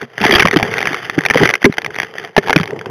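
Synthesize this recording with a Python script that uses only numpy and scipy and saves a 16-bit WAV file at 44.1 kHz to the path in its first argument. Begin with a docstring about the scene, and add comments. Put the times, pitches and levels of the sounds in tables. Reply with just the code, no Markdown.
"""Stones click sharply on the steel of an underwater suction nozzle: damped modes under a short contact.
Larger rocks thump the pipe and camera housing, as low modes with a settling pitch; one faint gurgle is
made the same way. Fine grit rattles and rumbles, as random clumped blows on the modes, over the rush of
water, which is coloured noise. A small camera overloads on loud blows and samples slowly, which mirrors
the sound into the treble."""
import sys
import numpy as np
from scipy import signal
from scipy.fft import rfft, irfft
from scipy.io import wavfile
from scipy.ndimage import uniform_filter1d

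SR = 44100
rng = np.random.default_rng(int(sys.argv[2]) if len(sys.argv) > 2 else 0)


def materialize(psi):
    """Save the field psi as 16-bit PCM at rate SR to the path in sys.argv[1].

    A 1-D psi becomes a single channel; in a 2-D psi each row is a channel.
    """
    bounded = np.clip(np.atleast_2d(psi).T, -1, 1)
    quanta = np.round(bounded * 32767).astype(np.int16)
    wavfile.write(sys.argv[1], SR, quanta)


N = 127890  # length [samples]
MODE_SCATTER_DB = 1.5  # standard deviation of mode strengths from blow to blow
STONE_RING_T60_S = 0.011  # decay of the stone's own ring, and of the grit's dry crack


def amp(db):
    """Decibel law: 20 dB is a factor of ten in amplitude."""
    return 10 ** (np.asarray(db) / 20)


def evened(x):
    """Normalization to unit root-mean-square value."""
    return x / np.sqrt(np.mean(x ** 2) + 1e-20)


def add(mix, start_s, sound):
    """Superposition: pressures from separate events add."""
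    part = mix[max(round(start_s * SR), 0):][:len(sound)]
    part += sound[:len(part)]


def ring(t, hz, db, t60, phase=0):
    """Free damped vibration: one mode falls 60 dB in t60 seconds; phase is in cycles."""
    return amp(db - 60 * t / t60) * np.sin(2 * np.pi * (hz * t + phase))


def struck_modes(t, modes, detune):
    """Modal superposition: each blow excites the modes with its own tuning, strength and phase."""
    total = np.zeros(len(t))
    for hz, db, t60 in modes:
        tuning, strength, phase = rng.standard_normal(3)
        total += ring(t, hz * (1 + detune * tuning), db + MODE_SCATTER_DB * strength, t60, phase)
    return total


# modes of the steel nozzle, before scatter: (frequency [Hz], level [dB], t60 [s])
STEEL_MODES = [(390.5, -28.5, 0.058), (780, -3.5, 0.0092), (1243, -8, 0.012), (1666, -6.5, 0.018),
               (2000, -0.5, 0.011), (2350, -15.5, 0.023), (2718, -9.5, 0.012), (3227, -1.5, 0.0098)]
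CONTACT_MS, CONTACT_DB_PER_DOUBLING = 0.63, 68.5  # contact time at 0 dB; heavier stones touch for longer
STONE_NOTE_DB, STONE_RING_DB, CRACK_DB = -9.5, 2, -3.5  # note in contact, ring after it, dry noise
ROUGHNESS = 0.5  # depth of random flutter that roughens the whole click


def click(db, hz):
    """Impact excitation: a note and dry crack swell in contact, then modes ring; random flutter roughens all."""
    rasp = rng.standard_normal(2000)
    t = np.arange(len(rasp)) / SR
    contact_s = CONTACT_MS / 1000 * 2 ** (db / CONTACT_DB_PER_DOUBLING)
    u = t / contact_s
    ringing = struck_modes(t, STEEL_MODES, 0.069) + ring(t, hz, STONE_RING_DB, STONE_RING_T60_S)
    contact = amp(STONE_NOTE_DB) * np.sin(2 * np.pi * hz * t) + amp(CRACK_DB) * rasp
    sound = (1 - np.exp(-u)) ** 2 * ringing + u ** 2 * np.exp(-u) * contact
    # reversing the noise sets the flutter apart from the crack
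    flutter = evened(uniform_filter1d(rasp[::-1], size=40))
    return amp(db) * sound * (1 + ROUGHNESS * flutter)


# stones striking the nozzle: (time [s], level [dB], stone pitch [Hz])
STONE_STRIKES = [(0.004, -29, 1840), (0.0284, -19.5, 1940), (0.1796, -11, 1790), (0.2137, -3, 2680),
                 (0.2187, -6.5, 840), (0.2394, 7.5, 906), (0.2452, 2, 850), (0.2506, 9, 750),
                 (0.2645, 11.5, 2030), (0.2802, 0, 1800), (0.2938, 1, 2000), (0.3089, 13, 2050),
                 (0.3223, 9, 3260), (0.327, 2, 535), (0.3377, 10.5, 2360), (0.3506, 17, 3230),
                 (0.3562, 18, 3293), (0.3653, 12, 1980), (0.3829, 7, 1360), (0.3955, 20, 2660),
                 (0.3999, 17, 1900), (0.4046, 12, 2310), (0.422, 13, 1580), (0.428, 3, 2150),
                 (0.453, 11, 1111), (0.4581, 3.5, 580), (0.472, 2, 2280), (0.4834, 1, 2030),
                 (0.5111, -3, 1960), (0.529, -0.5, 2005), (0.5345, -4, 1550), (0.54, -2, 1860),
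                 (0.561, 4.5, 780), (0.569, 10, 3110), (0.588, -6, 2180), (0.598, -5.5, 710),
                 (0.6085, -9.5, 780), (0.6276, 11, 763), (0.6503, -12, 1540), (0.6647, -12, 840),
                 (0.738, -2, 2000), (0.7709, -6, 1950), (0.782, -3, 2080), (0.7886, -4, 1880),
                 (0.8045, 0, 2350), (0.814, -5, 1700), (0.827, -3.5, 2020), (0.855, 0, 2150),
                 (0.8714, 0.5, 2250), (0.93, -8, 2180), (0.9426, -1, 2140), (1.0976, 2, 1810),
                 (1.1451, -9.5, 1820), (1.1829, -5, 1420), (1.188, -1, 1790), (1.2076, -10, 1800),
                 (1.218, -15, 1920), (1.237, -9, 2000), (1.2511, 5, 1950), (1.2612, 7, 2350),
                 (1.2855, -7, 1770), (1.3001, 8.5, 2310), (1.3081, 11, 1810), (1.337, -8, 1800),
                 (1.3446, -1, 940), (1.3556, 5.5, 603), (1.3729, 7, 2100), (1.38, 3.5, 2000),
                 (1.4332, 16.5, 2048), (1.4543, 19, 2013), (1.4741, -3, 2160), (1.4904, 8, 2000),
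                 (1.501, 1.5, 2000), (1.508, -2, 2100), (1.5384, 6, 2050), (1.5534, 2, 2110),
                 (1.618, -14.5, 2000), (1.627, -8, 1560), (1.6431, 17, 2000), (1.649, 8, 2010),
                 (1.6529, 24, 2074), (1.7244, -12, 2070), (1.739, -16, 810), (1.7696, -16, 2000),
                 (1.782, 6.5, 1720), (1.818, -13.5, 1940), (1.846, -5, 2350), (1.8616, -5.5, 2100),
                 (1.9048, -16.5, 1534), (1.944, -16.5, 1860), (1.9551, -12, 2020), (1.9619, -9, 2120),
                 (1.9855, -0.5, 1956), (2.0001, -1.5, 1910), (2.018, -14, 2140), (2.0312, -2.5, 1640),
                 (2.0457, -15.5, 1730), (2.139, -18, 1900), (2.1531, -16.5, 554), (2.1819, -8, 1920),
                 (2.197, -20, 1850), (2.2136, -19.5, 2040), (2.2388, -19.5, 2000), (2.248, -13.5, 1850),
                 (2.2748, -20.5, 1910), (2.365, 11, 858), (2.379, 27, 633.6), (2.4387, -16, 1440),
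                 (2.4732, -8, 860), (2.4832, -6, 900), (2.4956, 6.5, 880), (2.5054, 5.5, 750),
                 (2.5287, 14, 1670), (2.5608, 18.5, 2480), (2.578, -7, 2000), (2.5864, -4, 1970),
                 (2.5991, -8, 1310), (2.6103, -0.5, 3200), (2.632, -6.5, 2100), (2.638, -12, 2080),
                 (2.6567, -17, 3660), (2.6755, -10.5, 2240), (2.7061, -12.5, 1930), (2.733, -25, 2030),
                 (2.7628, -23, 680), (2.791, -17.5, 2130), (2.8113, -15.5, 1540), (2.8585, -10.5, 910)]


def stones_on_steel():
    """Superposition of separate impacts on the nozzle."""
    layer = np.zeros(N)
    for start_s, db, hz in STONE_STRIKES:
        add(layer, start_s, click(db, hz))
    return layer


THUD_RISE_S = 0.0024  # time constant of the soft start
LOW_MODE_RATIO, LOW_MODE_DB = 0.579, -5.5  # a second, lower mode of the pipe
HOSE_HZ, HOSE_DB, HOSE_T60_S = 162.8, -16.5, 0.049  # the hose shakes on after each thump
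SAG, SAG_S = 0.21, 0.0021  # starting pitch excess (fraction) and its time constant


def thud(db, hz, t60):
    """Modal superposition: two pipe modes, the upper falling in pitch as the pipe relaxes, and the hose."""
    t = np.arange(8000) / SR
    t60 = max(t60, 0.01)
    bend = SAG * SAG_S * hz * (1 - np.exp(-t / SAG_S))  # integral of the pitch excess [cycles]
    modes = ring(t, hz, 0, t60, bend) + ring(t, hz * LOW_MODE_RATIO, LOW_MODE_DB, t60)
    modes += ring(t, HOSE_HZ, HOSE_DB, HOSE_T60_S)
    return amp(db) * (1 - np.exp(-t / THUD_RISE_S)) * modes


# rocks thumping the pipe, and one faint gurgle at 2.24 s:
# (time [s], level [dB], settled pitch [Hz], t60 [s])
THUMPS_AND_GURGLE = [(0.026, -20.5, 235, 0.11), (0.208, -8, 200, 0.087), (0.252, 4.5, 315, 0.031),
                     (0.29, -6.5, 406, 0.19), (0.315, -4, 330, 0.023), (0.327, -4.5, 351.3, 0.16),
                     (0.448, 4, 176.5, 0.051), (0.531, -4, 395, 0.085), (0.561, 15, 299, 0.032),
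                     (0.622, -9.5, 228, 0.1), (0.907, -11.5, 288, 0.048), (1.179, 11.5, 282, 0.027),
                     (1.307, 0, 447, 0.022), (1.356, 15.5, 484, 0.021), (1.403, -1, 236, 0.053),
                     (1.429, 18, 305, 0.017), (1.646, 20, 247, 0.034), (1.66, 7, 396, 0.071),
                     (1.696, 7, 211, 0.018), (1.779, -13, 562, 0.038), (2.24, -21, 684, 0.089),
                     (2.378, 17, 383, 0.027), (2.5, -10, 455, 0.089), (2.56, 22, 294, 0.022),
                     (2.601, -1.5, 161.4, 0.067), (2.731, -5.5, 418, 0.026), (2.77, -15, 360, 0.028),
                     (2.865, -5, 413, 0.021)]


def thumps_and_gurgle():
    """Superposition of separate low sounds: rocks thumping the pipe, and one faint gurgle at 2.24 s."""
    layer = np.zeros(N)
    for start_s, *row in THUMPS_AND_GURGLE:
        add(layer, start_s, thud(*row))
    return layer


CLUMP_S, CLUMP_DB = 0.014, 2.5  # grit arrives in small clumps: smoothing time, spread of blow size
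# levels through time, joined by straight lines: (time [s], grit level [dB], rumble level [dB])
GRIT_LEVELS = [(0, -24, -29), (0.044, -37.5, -31.5), (.065, -50.5, -53), (0.168, -39, -40),
               (0.216, -17.5, -20), (0.418, -16.5, -22.5), (.5, -32, -24), (.7, -21.5, -21.5),
               (.95, -22.5, -28.5), (1.15, -34, -32.5), (1.33, -30, -26.5), (1.424, -13, -16),
               (1.53, -31, -31.5), (1.579, -37.5, -43.5), (1.898, -37, -32.5), (2.08, -31.5, -36),
               (2.13, -40.5, -40), (2.252, -32, -32.5), (2.33, -48, -52), (2.471, -25.5, -25.5),
               (2.6, -37, -25.5), (2.7, -40.5, -27), (2.9, -43, -28.5)]


def rattle(modes, per_s, spread_db, detune, level_column, crack=0):
    """Shot noise: random small blows in clumps, convolved with 16 impulse responses of the modes."""
    crowding = uniform_filter1d(rng.standard_normal(N), max(round(CLUMP_S * SR), 2))
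    clump = amp(CLUMP_DB * evened(crowding))
    strength = amp(spread_db * np.minimum(rng.exponential(1, N), 4))
    blows = clump * strength * (rng.random(N) < per_s / SR)
    kind = rng.integers(0, 16, N)
    t = np.arange(3000) / SR
    out = np.zeros(N)
    for k in range(16):
        tap = struck_modes(t, modes, detune)
        tap += crack * rng.standard_normal(len(t)) * amp(-60 * t / STONE_RING_T60_S)
        tap *= np.minimum(t / 0.00091, 1) ** 2  # rise over 0.91 ms
        out += signal.oaconvolve(blows * (kind == k), tap)[:N]
    levels = np.transpose(GRIT_LEVELS)
    level_db = np.interp(np.arange(N) / SR, levels[0], levels[level_column])
    return amp(level_db) * evened(out)


GRIT_PER_S, GRIT_SPREAD_DB, GRIT_CRACK_DB = 1100, 4, -22.5
FAVOURED_HZ, FALL_DB_PER_OCTAVE = 1850, 3.5  # the modes around this pitch respond most
GRIT_RING = 1.3  # factor on t60: light grit damps the steel less


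def grit():
    """Selective modal excitation: light grit mostly wakes the strongest part of the steel's response."""
    modes = []
    for hz, db, t60 in STEEL_MODES:
        fall_db = FALL_DB_PER_OCTAVE * abs(np.log2(hz / FAVOURED_HZ))
        modes.append((hz, db - fall_db, t60 * GRIT_RING))
    return rattle(modes, GRIT_PER_S, GRIT_SPREAD_DB, 0.088, 1, amp(GRIT_CRACK_DB))


RUMBLE_PER_S, RUMBLE_SPREAD_DB = 400, 1
# low modes of the rumble, before scatter: (frequency [Hz], relative level [dB], t60 [s])
RUMBLE_MODES = [(113.5, -6.5, 0.16), (158, 2.5, 0.04), (290, -19, 0.02), (425.6, 7.5, 0.05),
                (540, -2, 0.015), (750, 9.5, 0.01)]


def rumble():
    """Random excitation of low resonances: dense small blows merge into a rumble."""
    return rattle(RUMBLE_MODES, RUMBLE_PER_S, RUMBLE_SPREAD_DB, 0.077, 2)


WATER_DB = -45.5  # overall level
# spectrum of the water noise: (frequency [Hz], relative spectral level [dB])
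WATER_SPECTRUM = [(70, -30), (120, -1), (290, -20), (425, 5), (520, 1), (1300, -11), (1950, -7),
                  (2600, -26.5), (4000, -15)]


def water():
    """Stationary coloured noise: the steady rush through the pipe is white noise shaped in frequency."""
    hz = np.fft.rfftfreq(N, 1 / SR)
    points_hz, points_db = np.transpose(WATER_SPECTRUM)
    colour = amp(np.interp(np.log(hz + 1), np.log(points_hz), points_db))
    noise = irfft(rfft(rng.standard_normal(N)) * colour, N)
    return amp(WATER_DB) * evened(noise)


def scene():
    """Linear superposition of all sources, alike in both channels."""
    mix = stones_on_steel() + thumps_and_gurgle() + grit() + rumble() + water()
    return np.array([mix, mix])


BASS_HZ, TOP_HZ, EDGE_HZ = 135, 4020, 15850  # bass cut, treble cut before sampling, final band limit
CLIP, KNEE = 0.985, 2.5  # overload ceiling (full scale = 1) and sharpness of its bend
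SAMPLE_HZ = 8000  # slow sampling rate


def record(dry):
    """Saturation and spectral imaging: thin bass, overload, slow sampling joined by lines, band limit."""
    x = signal.sosfilt(signal.butter(2, BASS_HZ, "high", fs=SR, output="sos"), dry[0])
    x = signal.oaconvolve(x, signal.firwin(101, TOP_HZ, fs=SR), "same")
    x = x / (1 + abs(x / CLIP) ** KNEE) ** (1 / KNEE)
    t = np.arange(N) / SR
    ticks = np.arange(0, N / SR, 1 / SAMPLE_HZ)
    samples = np.interp(ticks, t, x)
    x = np.interp(t, ticks, samples)  # straight lines leave mirror images in the treble
    x = signal.oaconvolve(x, signal.firwin(511, EDGE_HZ, window=("kaiser", 9), fs=SR), "same")
    return np.clip([x, x], -1, 1)


dry = scene()
out = record(dry)
materialize(out)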